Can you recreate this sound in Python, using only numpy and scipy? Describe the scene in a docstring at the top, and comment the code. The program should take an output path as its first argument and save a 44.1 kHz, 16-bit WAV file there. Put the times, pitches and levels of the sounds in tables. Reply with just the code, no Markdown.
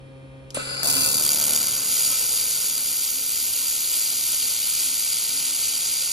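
"""Handheld laser weld on a steel angle.

Over the machine's hum the trigger clicks, shield gas rushes out with a thump, and the beam strikes.
The beam sweeps the corner 37 times a second, so the vapour plume sizzles in throbs and spits sparks.
The phone zooms in on the weld: hum and gas fade, the stereo image narrows."""
import sys
import numpy as np
from scipy import signal
from scipy.fft import rfft, irfft, next_fast_len
from scipy.io import wavfile
from scipy.ndimage import uniform_filter1d

SR = 44100
rng = np.random.default_rng(int(sys.argv[2]) if len(sys.argv) > 2 else 0)


def int16_out(signal):
    """Quantize to a 16-bit WAV file."""
    q = np.round(np.clip(np.atleast_2d(signal).T, -1, 1) * 32767)
    wavfile.write(sys.argv[1], SR, q.astype(np.int16))


N = 269892
T = np.arange(N) / SR
FFT_SIZE = next_fast_len(N + SR // 4)
HZ = np.fft.rfftfreq(FFT_SIZE, 1 / SR)

GAS_ON_S, THUMP_S, BEAM_ON_S = 0.5445, 0.570, 0.831
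SWEEP_HZ = 37.0

# audio zoom steps: (start [s], duration [s], share of full zoom [-])
ZOOM_STEPS = [(0.996, 0.31, 0.59), (2.12, 0.94, 0.45)]
# microphone ports, wide and zoomed: (frequency [Hz], left lead [rad], coherence [0-1], L-R [dB])
IMAGE_WIDE = [(99, 0.5, 0.93, -6), (550, 2, 0, 4.5), (1420, 2, 0.37, 1), (2680, 4.5, 0.94, -1.5),
              (4300, -0.5, 0.97, -2), (4670, 1, 0, 8), (5900, -1, 0.4, 1), (7260, -2, 0.73, 1.5),
              (9530, -4.5, 0.8, -1.5), (10600, -6.5, 1, -6), (11900, -5, 0.9, 1), (13800, -9.5, 0.93, 0)]
IMAGE_ZOOMED = [(100, 0, .98, 0), (700, .15, .93, 2), (1450, .6, .75, 7), (1800, 0, .75, 0),
                (2000, 0, 1, 0), (6000, 0, 1, 0), (7200, -1.3, .92, 0), (8200, -3.14, 1, 0),
                (10200, -4.9, .95, 0), (10900, -6.28, 1, 0), (11900, -6.28, 1, 0), (13300, -7.8, .8, 0),
                (14100, -9.1, .97, 0), (14800, -9.42, 1, 0)]
# narrow peaks and notches that colour the gas hiss and sizzle: (frequency [Hz], width [Hz], gain [dB])
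HISS_COLOUR = [(750, 35, -5), (1120, 40, -5), (1430, 45, 2), (1605, 40, -4.5), (1790, 50, -11),
               (2130, 22, -4), (2290, 35, 2.5), (2660, 40, -4), (4220, 50, 3), (4330, 35, -3),
               (4750, 210, 8.5), (5085, 96, -9), (6480, 40, 3), (6870, 116, 4.5), (7245, 97, -5),
               (7800, 150, 5), (8130, 110, -12), (8550, 150, 2.5), (9030, 330, 3.5), (9500, 90, -2),
               (9900, 190, 4), (10690, 175, -8), (11490, 90, -6), (12440, 350, 3.5), (13830, 250, -9),
               (14970, 400, 11)]
# machine hum: (harmonic [-], relative level [dB], share of the fade [-])
HUM_HARMONICS = [(1, 1, 1), (2, -10, 0.31), (3, -18, 1), (4, -6, 0.72), (5, -23, 1), (6, -22, 1),
                 (7, -22, 0.6), (8, -25, 1), (9, -23, 1)]
# electronics whine: (frequency [Hz], level before zoom [dB])
WHINE_TONES = [(2406, -68), (2676, -75), (3079, -72), (3208, -76), (3343, -72.5), (3747, -75), (4280, -76),
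               (5351, -81), (8662, -87), (9200, -76), (9733, -89), (10804, -79)]
# workshop air: (frequency [Hz], relative density [dB])
AIR_SPECTRUM = [(20, -18), (35, -13), (55, 1.5), (90, -8), (170, -11.5), (270, -5), (500, -12), (900, -22),
                (2400, -21), (6000, -40.5), (8000, -38), (11000, -45), (14000, -75)]
# steady drone: (frequency [Hz], width [Hz], level [dB])
DRONE_BANDS = [(74.5, 13, -64), (131, 34, -65), (266.6, 12, -64.5), (517, 41, -67.5)]
# trigger clicks: (time [s], level [dB])
TRIGGER_CLICKS = [(0.5045, -35), (.509, -44)]
# click noise: (frequency [Hz], relative density [dB])
CLICK_SPECTRUM = [(300, -20), (1800, -8), (3000, 1), (5000, 5), (9000, 3), (16000, -26)]
# switch ring: (frequency [Hz], level re click [dB], t60 [s])
SWITCH_MODES = [(3140, 3, 0.014), (3500, -10, .014), (4400, -24, .06), (5200, 2, 0.014), (5760, -20, 0.08)]
# valve crack, steady gas, first spurt: (frequency [Hz], relative density [dB])
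CRACK_SPECTRUM = [(300, -6), (2500, -16), (4200, -11), (5200, -24), (6000, -3), (7200, -17), (8200, 13),
                  (9600, -3), (10700, 8), (11800, -22), (16000, -21)]
GAS_SPECTRUM = [(50, -12), (200, -8.5), (560, -4), (800, -6), (1480, -0.5), (1850, -4), (3700, -10),
                (4400, -9), (5700, -19), (6750, -11.5), (7250, -1), (7700, -9), (8100, -3), (8600, -13),
                (9200, -7), (9800, -8), (10700, -11), (11200, -8.5), (12000, -27), (13000, -22),
                (14500, -52)]
SPURT_SPECTRUM = [(200, -1), (1500, -6), (2500, 5), (4500, 2), (6000, -11), (7600, 6), (8800, 5),
                  (10500, -11), (12200, -28), (16000, -45)]
# nozzle bore: (frequency [Hz], width [Hz], relative level [dB], change with pool [dB])
BORE_MODES = [(4360, 210, -3, -15), (4600, 88, -6, -13), (4880, 290, 1, 9.5)]
# gas line thump: (frequency [Hz], relative level [dB], t60 [s])
THUMP_MODES = [(264, -25, 0.033), (272, -42, .25), (507, -26, 0.016), (548, -39.5, 0.44),
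               (573, -17.5, 0.031), (1080, -27, 0.02), (1550, -32.5, 0.045)]
# gun and steel corner: (frequency [Hz], width [Hz], relative level [dB], change with beam [dB])
CORNER_MODES = [(267.6, 25, -8.5, 7), (548, 72, -2.5, -4.5), (1050, 120, -14.5, 9.5), (1298, 20, -10, 3.5),
                (1480, 71, -2, 0), (2420, 87, -16.5, 13.5), (2670, 63, -8, 6)]
# beam's first spit: (frequency [Hz], relative density [dB])
STRIKE_SPECTRUM = [(300, -12), (1500, 2), (3800, -2), (4900, 4), (5700, -6), (6800, -1), (8300, -8),
                   (10000, 6), (11300, -10), (13700, -10), (15200, 2)]
# plume flares: (place in sweep [0-1], width [sweeps], height on steel [dB], height on pool [dB])
SWEEP_FLARES = [(.19, .04, -6, -5.5), (.305, 0.038, 4.5, -4), (.42, .035, -12, -7), (.59, 0.033, 1.5, -4.5),
                (.795, 0.029, 6, -2), (.9, 0.046, -4, -3.5)]
# plume strength: (time [s], relative level [dB])
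PLUME_LEVELS = [(0.84, -27), (0.95, -25.5), (1.52, -25), (1.72, -28), (1.81, -28.7), (1.92, -25),
                (3.1, -29.5), (4.2, -27.5), (6.0, -27.5)]
# plume sizzle, low puffs: (frequency [Hz], relative density [dB])
SIZZLE_SPECTRUM = [(100, -40), (1000, -23), (1750, -21), (2350, -11.5), (3200, -8), (6000, -4), (9000, 1),
                   (13000, -5.5), (15750, -9.5)]
PUFF_SPECTRUM = [(60, -20), (170, 0), (310, -6), (520, -0.5), (700, 3.5), (1050, -2.5), (1700, -9),
                 (3000, -30), (16000, -70)]
# plume buzz: (harmonic of the sweep [-], relative level [dB])
BUZZ_HARMONICS = [(2, -22), (3, -1), (4, -9), (5, -2), (6, -1.5), (7, -6), (8, -8), (9, -7), (10, -14)]
# droplets bursting on bare steel: (time [s], level [dB])
DROPLET_BURSTS = [(0.8708, -17), (0.899, -17), (1.008, -25), (1.1418, -17.5), (1.3583, -22)]
# extra peaks and notches at half zoom: (frequency [Hz], width [Hz], gain [dB])
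MID_ZOOM_COLOUR = [(4140, 42, -3.5), (4150, 70, -3), (4980, 55, 2.5), (5200, 110, -3.5), (5780, 130, 1.5),
                   (6040, 51, -12), (6830, 70, 3), (7440, 70, -9)]


def amp(db):
    """Decibels to gain."""
    return 10 ** (np.asarray(db) / 20)


def unit(x):
    """Scale to rms 1."""
    return x / np.sqrt(np.mean(x ** 2) + 1e-20)


def noise_pair():
    """Two independent white noises."""
    return rng.standard_normal((2, N))


def filtered(x, gain):
    """Apply a gain per frequency bin."""
    return irfft(rfft(x, FFT_SIZE) * gain, FFT_SIZE)[..., :N]


def wander(rate_hz):
    """Smooth random drift, rms 1."""
    return unit(filtered(rng.standard_normal(N), 1 / (1 + (HZ / rate_hz) ** 4)))


def ramp(start_s, rise_s):
    """Linear rise from 0 to 1."""
    return np.clip((T - start_s) / rise_s, 0, 1)


def since(start_s):
    """Seconds elapsed; 0 before the start."""
    return np.maximum(T - start_s, 0)


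def settle(start_s, tau_s):
    """1 until the start, then exponential decay."""
    return np.exp(-since(start_s) / tau_s)


def decay(start_s, t60_s):
    """1 until the start, then down 60 dB per t60."""
    return amp(-60 * since(start_s) / t60_s)


def ring(start_s, modes):
    """Damped sines, struck once."""
    t = since(start_s)
    return sum(amp(db) * decay(start_s, t60_s) * np.sin(2 * np.pi * hz * t) for hz, db, t60_s in modes)


def spectrum(rows):
    """Table columns per bin, interpolated over log frequency."""
    hz, *columns = np.transpose(rows)
    return [np.interp(np.log(HZ + 1), np.log(hz + 1), column) for column in columns]


def noise_gain(shape):
    """Spectrum table to gain per bin, rms 1."""
    return unit(amp(spectrum(shape)[0]))


def ripple_db(rows):
    """Bell-shaped peaks and notches per bin."""
    return sum(db * np.exp(-.5 * ((HZ - hz) / width_hz) ** 2) for hz, width_hz, db in rows)


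def hiss_gain(shape, lo_hz, hi_hz):
    """Spectrum with narrow peaks and notches; gives white noise rms 1 in the band."""
    gain = amp(spectrum(shape)[0] + ripple_db(HISS_COLOUR))
    return gain / np.sqrt(np.mean(gain ** 2 * ((HZ > lo_hz) & (HZ < hi_hz))))


def zoom():
    """Audio zoom, 0 to about 1."""
    return sum(share * ramp(start_s, duration_s) for start_s, duration_s, share in ZOOM_STEPS)


def narrowing():
    """Share of the narrow image; takes over during the first zoom step."""
    return ramp(1.08, rise_s=0.21)


def melt_pool():
    """Growth of the melt pool, 0-1."""
    return ramp(1.6, rise_s=0.3)


def ports(pair, gain, layout=IMAGE_WIDE):
    """Colour two independent signals and blend them into left and right."""
    lead_rad, coherence, balance_db = spectrum(layout)
    coherence = np.clip(coherence, 0, 1)
    left = gain * amp(balance_db / 2)
    right = gain * amp(-balance_db / 2) * np.exp(-1j * lead_rad)
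    shared = filtered(pair[0], right * coherence)
    separate = filtered(pair[1], right * np.sqrt(1 - coherence ** 2))
    return np.array([filtered(pair[0], left), shared + separate])


def zoomed_ports(pair, gain):
    """Crossfade from the wide image to the narrow one."""
    narrow = narrowing()
    return (1 - narrow) * ports(pair, gain) + narrow * ports(pair, gain, IMAGE_ZOOMED)


def resonances(pair, modes, change):
    """Noise drives modes whose levels shift as change goes from 0 to 1."""
    before = after = 0
    for hz, width_hz, db, change_db in modes:
        peak = unit(1 / (1 + (2 * (HZ - hz) / width_hz) ** 2) ** 1.55)
        before = before + peak * amp(db)
        after = after + peak * amp(db + change_db)
    return zoomed_ports((1 - change) * filtered(pair, before) + change * filtered(pair, after), 0.89)


def bench_echoes(pair, echo_db, count=14):
    """Early reflections off bench, plates and gun ripple the hiss."""
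    delays_s = rng.uniform(0.0011, 0.009, count)
    taps = np.zeros(N)
    taps[0] = 1
    taps[np.round(delays_s * SR).astype(int)] = rng.choice([-1, 1], count) * amp(echo_db)
    return filtered(pair, rfft(taps / np.linalg.norm(taps), FFT_SIZE))


def workshop(hum_hz=134, hum_db=-46, air_db=-49, zoom_db=-19.5):
    """Machine hum, electronics whine and room air fade with the zoom; a soft drone stays."""
    fade_db = zoom_db * zoom()
    phase_rad = 2 * np.pi * hum_hz * T + 0.042 * wander(2.4) + np.array([[0], [.12]])
    shimmer_db = 1.5 * wander(19)
    hum = 0
    for k, db, fade_share in HUM_HARMONICS:
        level_db = hum_db + db + fade_share * fade_db + (k > 1) * shimmer_db
        hum = hum + amp(level_db) * np.sin(k * phase_rad + 2 * np.pi * rng.random())
    whine = sum(amp(db + fade_db) * np.sin(2 * np.pi * hz * T) for hz, db in WHINE_TONES)
    air = zoomed_ports(noise_pair(), noise_gain(AIR_SPECTRUM)) * amp(air_db + 0.55 * fade_db)
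    drone = 0
    for hz, width_hz, db in DRONE_BANDS:
        band = 1 / (1 + (2 * (HZ - hz) / width_hz) ** 2)
        drone = drone + amp(db) * unit(filtered(rng.standard_normal(N), band))
    return np.sqrt(2) * (hum + whine) + air + drone


def trigger(rise_s=0.0011, t60_s=0.009, tail_db=-22, tail_t60_s=0.54):
    """Dry clicks with a faint room tail; the first rings the switch."""
    envelope = 0
    for start_s, db in TRIGGER_CLICKS:
        peak_s = start_s + rise_s
        fall = decay(peak_s, t60_s) + amp(tail_db) * decay(peak_s, tail_t60_s)
        envelope = envelope + amp(db) * ramp(start_s, rise_s) * fall
    first_s, first_db = TRIGGER_CLICKS[0]
    switch = amp(first_db) * ring(first_s, SWITCH_MODES) * ramp(first_s, rise_s)
    return switch + ports(noise_pair() * envelope, noise_gain(CLICK_SPECTRUM))


def valve_crack(snap_db=-32, spit_db=-27):
    """The valve snaps open; stored pressure escapes in one bright spit."""
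    opening = ramp(GAS_ON_S, 0.0011)
    snap = noise_pair() * amp(snap_db) * decay(GAS_ON_S, t60_s=0.032) * opening
    spit = noise_pair() * amp(spit_db) * decay(GAS_ON_S, t60_s=0.19) * opening
    return ports(spit, noise_gain(CRACK_SPECTRUM)) + ports(snap, 1)


def shield_gas(base_db=-35, start_db=-7, pool_db=-3.5, zoom_db=-12, spurt_db=-32):
    """Turbulent rush after a brighter spurt; dulls as the zoom begins."""
    opening = ramp(GAS_ON_S, 0.0032)
    level_db = base_db + start_db * settle(GAS_ON_S, 0.35)
    level_db += pool_db * melt_pool() + zoom_db * zoom()
    flow = amp(level_db + 1.5 * wander(93)) * opening
    turbulence = bench_echoes(noise_pair() * flow, echo_db=-16)
    rush = zoomed_ports(turbulence, hiss_gain(GAS_SPECTRUM, 290, 1980))
    highs = filtered(rush, 1 / (1 + (900 / (HZ + 1)) ** 6))
    dull_db = -3 * ramp(0.95, 0.14)
    spurt = noise_pair() * amp(spurt_db) * settle(GAS_ON_S, 0.14) * opening
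    return rush + highs * (amp(dull_db) - 1) + ports(spurt, noise_gain(SPURT_SPECTRUM))


def nozzle_whistle(base_db=-33, start_db=-26, zoom_db=-26.5, flutter_db=1.2):
    """The bore whistles on three close resonances as the flow builds."""
    level_db = base_db + start_db * settle(GAS_ON_S, 0.11) + zoom_db * zoom()
    flow = amp(level_db + flutter_db * wander(27)) * ramp(GAS_ON_S, 0.01)
    return resonances(noise_pair() * flow, BORE_MODES, melt_pool())


def gas_thump(left_db=2.5, right_db=0.5):
    """The line comes up to pressure; the surge strikes a few low modes."""
    return ring(THUMP_S, THUMP_MODES) * ramp(THUMP_S, 0.002) * amp([[left_db], [right_db]])


def hollow_corner(base_db=-41.5, zoom_db=-20.5, gust_db=3.5):
    """Gas blows across gun and steel corner; the plume drives most of their modes harder."""
    flow = amp(base_db + zoom_db * zoom() + gust_db * wander(11)) * ramp(THUMP_S, 0.018)
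    return resonances(noise_pair() * flow, CORNER_MODES, ramp(BEAM_ON_S, 0.005))


def beam_strike(spit_db=-18, ring_db=-27, ring_t60_s=0.037):
    """The beam bites cold steel: one bright spit, which rings the nozzle."""
    start_s = BEAM_ON_S + 0.00061
    spit = noise_pair() * (T > start_s) * amp(spit_db) * decay(start_s, t60_s=0.017)
    bore_hz = BORE_MODES[-1][0]
    return ring(start_s, [(bore_hz, ring_db, ring_t60_s)]) + ports(spit, noise_gain(STRIKE_SPECTRUM))


def sweep_pulse(place, width, skew=1.33):
    """One pulse per sweep, rising faster than it falls."""
    offset = (T * SWEEP_HZ - place + .5) % 1 - .5
    return np.exp(-.5 * (offset / (width * skew ** np.sign(offset))) ** 2)


def plume_throb(rest_db=-3, uneven_db=1.0):
    """Plume power, mean about 1: flares in each sweep, evened out by the pool; a sag at the turn."""
    pool = melt_pool()
    power = amp(rest_db) ** 2
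    for place, width, steel_db, pool_db in SWEEP_FLARES:
        height = amp(steel_db + pool * (pool_db - steel_db) + uneven_db * wander(34))
        power = power + height ** 2 * sweep_pulse(place, width)
    power *= 1 - 0.75 * sweep_pulse(place=0.098, width=0.028)
    return power / uniform_filter1d(power, round(4 * SR / SWEEP_HZ))


def sizzle(throb, plume_db, trim_db=1.78, spits_per_s=1000, spit_db=9):
    """Vapour jets from the melt in fluttering throbs; bursting droplets add fine crackle."""
    spits = (rng.random(N) < spits_per_s / SR) * rng.uniform(0.37, 1, N)
    spits = spits * rng.choice([-1, 1], (2, N))
    jet = noise_pair() + amp(spit_db) * spits
    flutter_db = 0.5 * wander(310) + 0.49 * wander(7.9)
    jet *= np.sqrt(throb) * amp(plume_db + trim_db + flutter_db) * ramp(BEAM_ON_S, 0.0018)
    return zoomed_ports(bench_echoes(jet, echo_db=-26), hiss_gain(SIZZLE_SPECTRUM, 2000, 9140))


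def seam_colour(hiss, zoom_db=6.5, sink_db_per_s=2.04, cold_db=-2, hot_db=2.4):
    """Brighter with the zoom; as the seam heats, the top sinks and the body fills in."""
    top = filtered(hiss, 1 / (1 + (10800 / (HZ + 1)) ** 24))
    body = filtered(hiss, 1 / (1 + (HZ / 3500) ** 8))
    top_db = zoom_db * zoom() ** 2 - sink_db_per_s * (T - BEAM_ON_S)
    body_db = narrowing() * (hot_db + (cold_db - hot_db) * settle(BEAM_ON_S, 1.9))
    return hiss + top * (amp(top_db) - 1) + body * (amp(body_db) - 1)


def puffs(throb, plume_db, base_db=-40.5, start_db=6.5, pool_db=-8.5, zoom_db=-8):
    """Flares shove the gas aside: a lumpy low sputter, strongest as the plume lights."""
    level_db = base_db + start_db * settle(BEAM_ON_S, 0.074) + 0.9 * (plume_db - plume_db.max())
    level_db += pool_db * melt_pool() + zoom_db * zoom()
    flow = np.sqrt(throb) * amp(level_db + 1.8 * wander(13)) * ramp(BEAM_ON_S, 0.002)
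    return zoomed_ports(noise_pair() * flow, hiss_gain(PUFF_SPECTRUM, 100, 1200))


def buzz(base_db=-45.5, start_db=-27, pool_db=-11, zoom_db=-10, uneven_db=2.5):
    """Flares push the air: low harmonics of the sweep that swell, then calm on the pool."""
    tone = 0
    for k, db in BUZZ_HARMONICS:
        gain = amp(db + uneven_db * wander(4.1))
        tone = tone + gain * np.sin(2 * np.pi * (k * SWEEP_HZ * T + rng.random()))
    level_db = base_db + start_db * settle(BEAM_ON_S, 0.11)
    level_db += pool_db * melt_pool() + zoom_db * zoom()
    return np.sqrt(2) * tone * amp(level_db) * ramp(BEAM_ON_S, 0.011)


def spatter(rise_s=0.0026, t60_s=0.05, pop_db=-19):
    """Droplets burst from the melt, each a hard spit with a low pop."""
    envelope = sum(amp(db) * ramp(at_s, rise_s) * decay(at_s, t60_s) for at_s, db in DROPLET_BURSTS)
    gain = hiss_gain(SIZZLE_SPECTRUM, 2000, 9140) + amp(pop_db) * hiss_gain(PUFF_SPECTRUM, 100, 1200)
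    return zoomed_ports(noise_pair() * envelope, gain)


def mid_zoom_colour(hiss):
    """Extra peaks and notches come and go in the hiss, deepest at half zoom."""
    depth = np.clip(4 * zoom() * (1 - zoom()), 0, 1)
    return hiss + depth * filtered(hiss, amp(ripple_db(MID_ZOOM_COLOUR)) - 1)


def scene():
    """Workshop, trigger, gas, then the weld."""
    throb = plume_throb()
    plume_db = np.interp(T, *np.transpose(PLUME_LEVELS))
    weld = beam_strike() + mid_zoom_colour(seam_colour(sizzle(throb, plume_db)))
    weld += spatter() + puffs(throb, plume_db) + buzz()
    machine = workshop() + trigger()
    gas = valve_crack() + shield_gas() + gas_thump() + hollow_corner() + nozzle_whistle()
    return machine + gas + weld


def record(dry):
    """The phone's band limit."""
    cutoff_hz = 15750
    lowpass = signal.firwin(511, cutoff_hz, window=("kaiser", 9), fs=SR)
    return signal.oaconvolve(dry, lowpass[None], "same", axes=1)


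dry = scene()
out = record(dry)
int16_out(out)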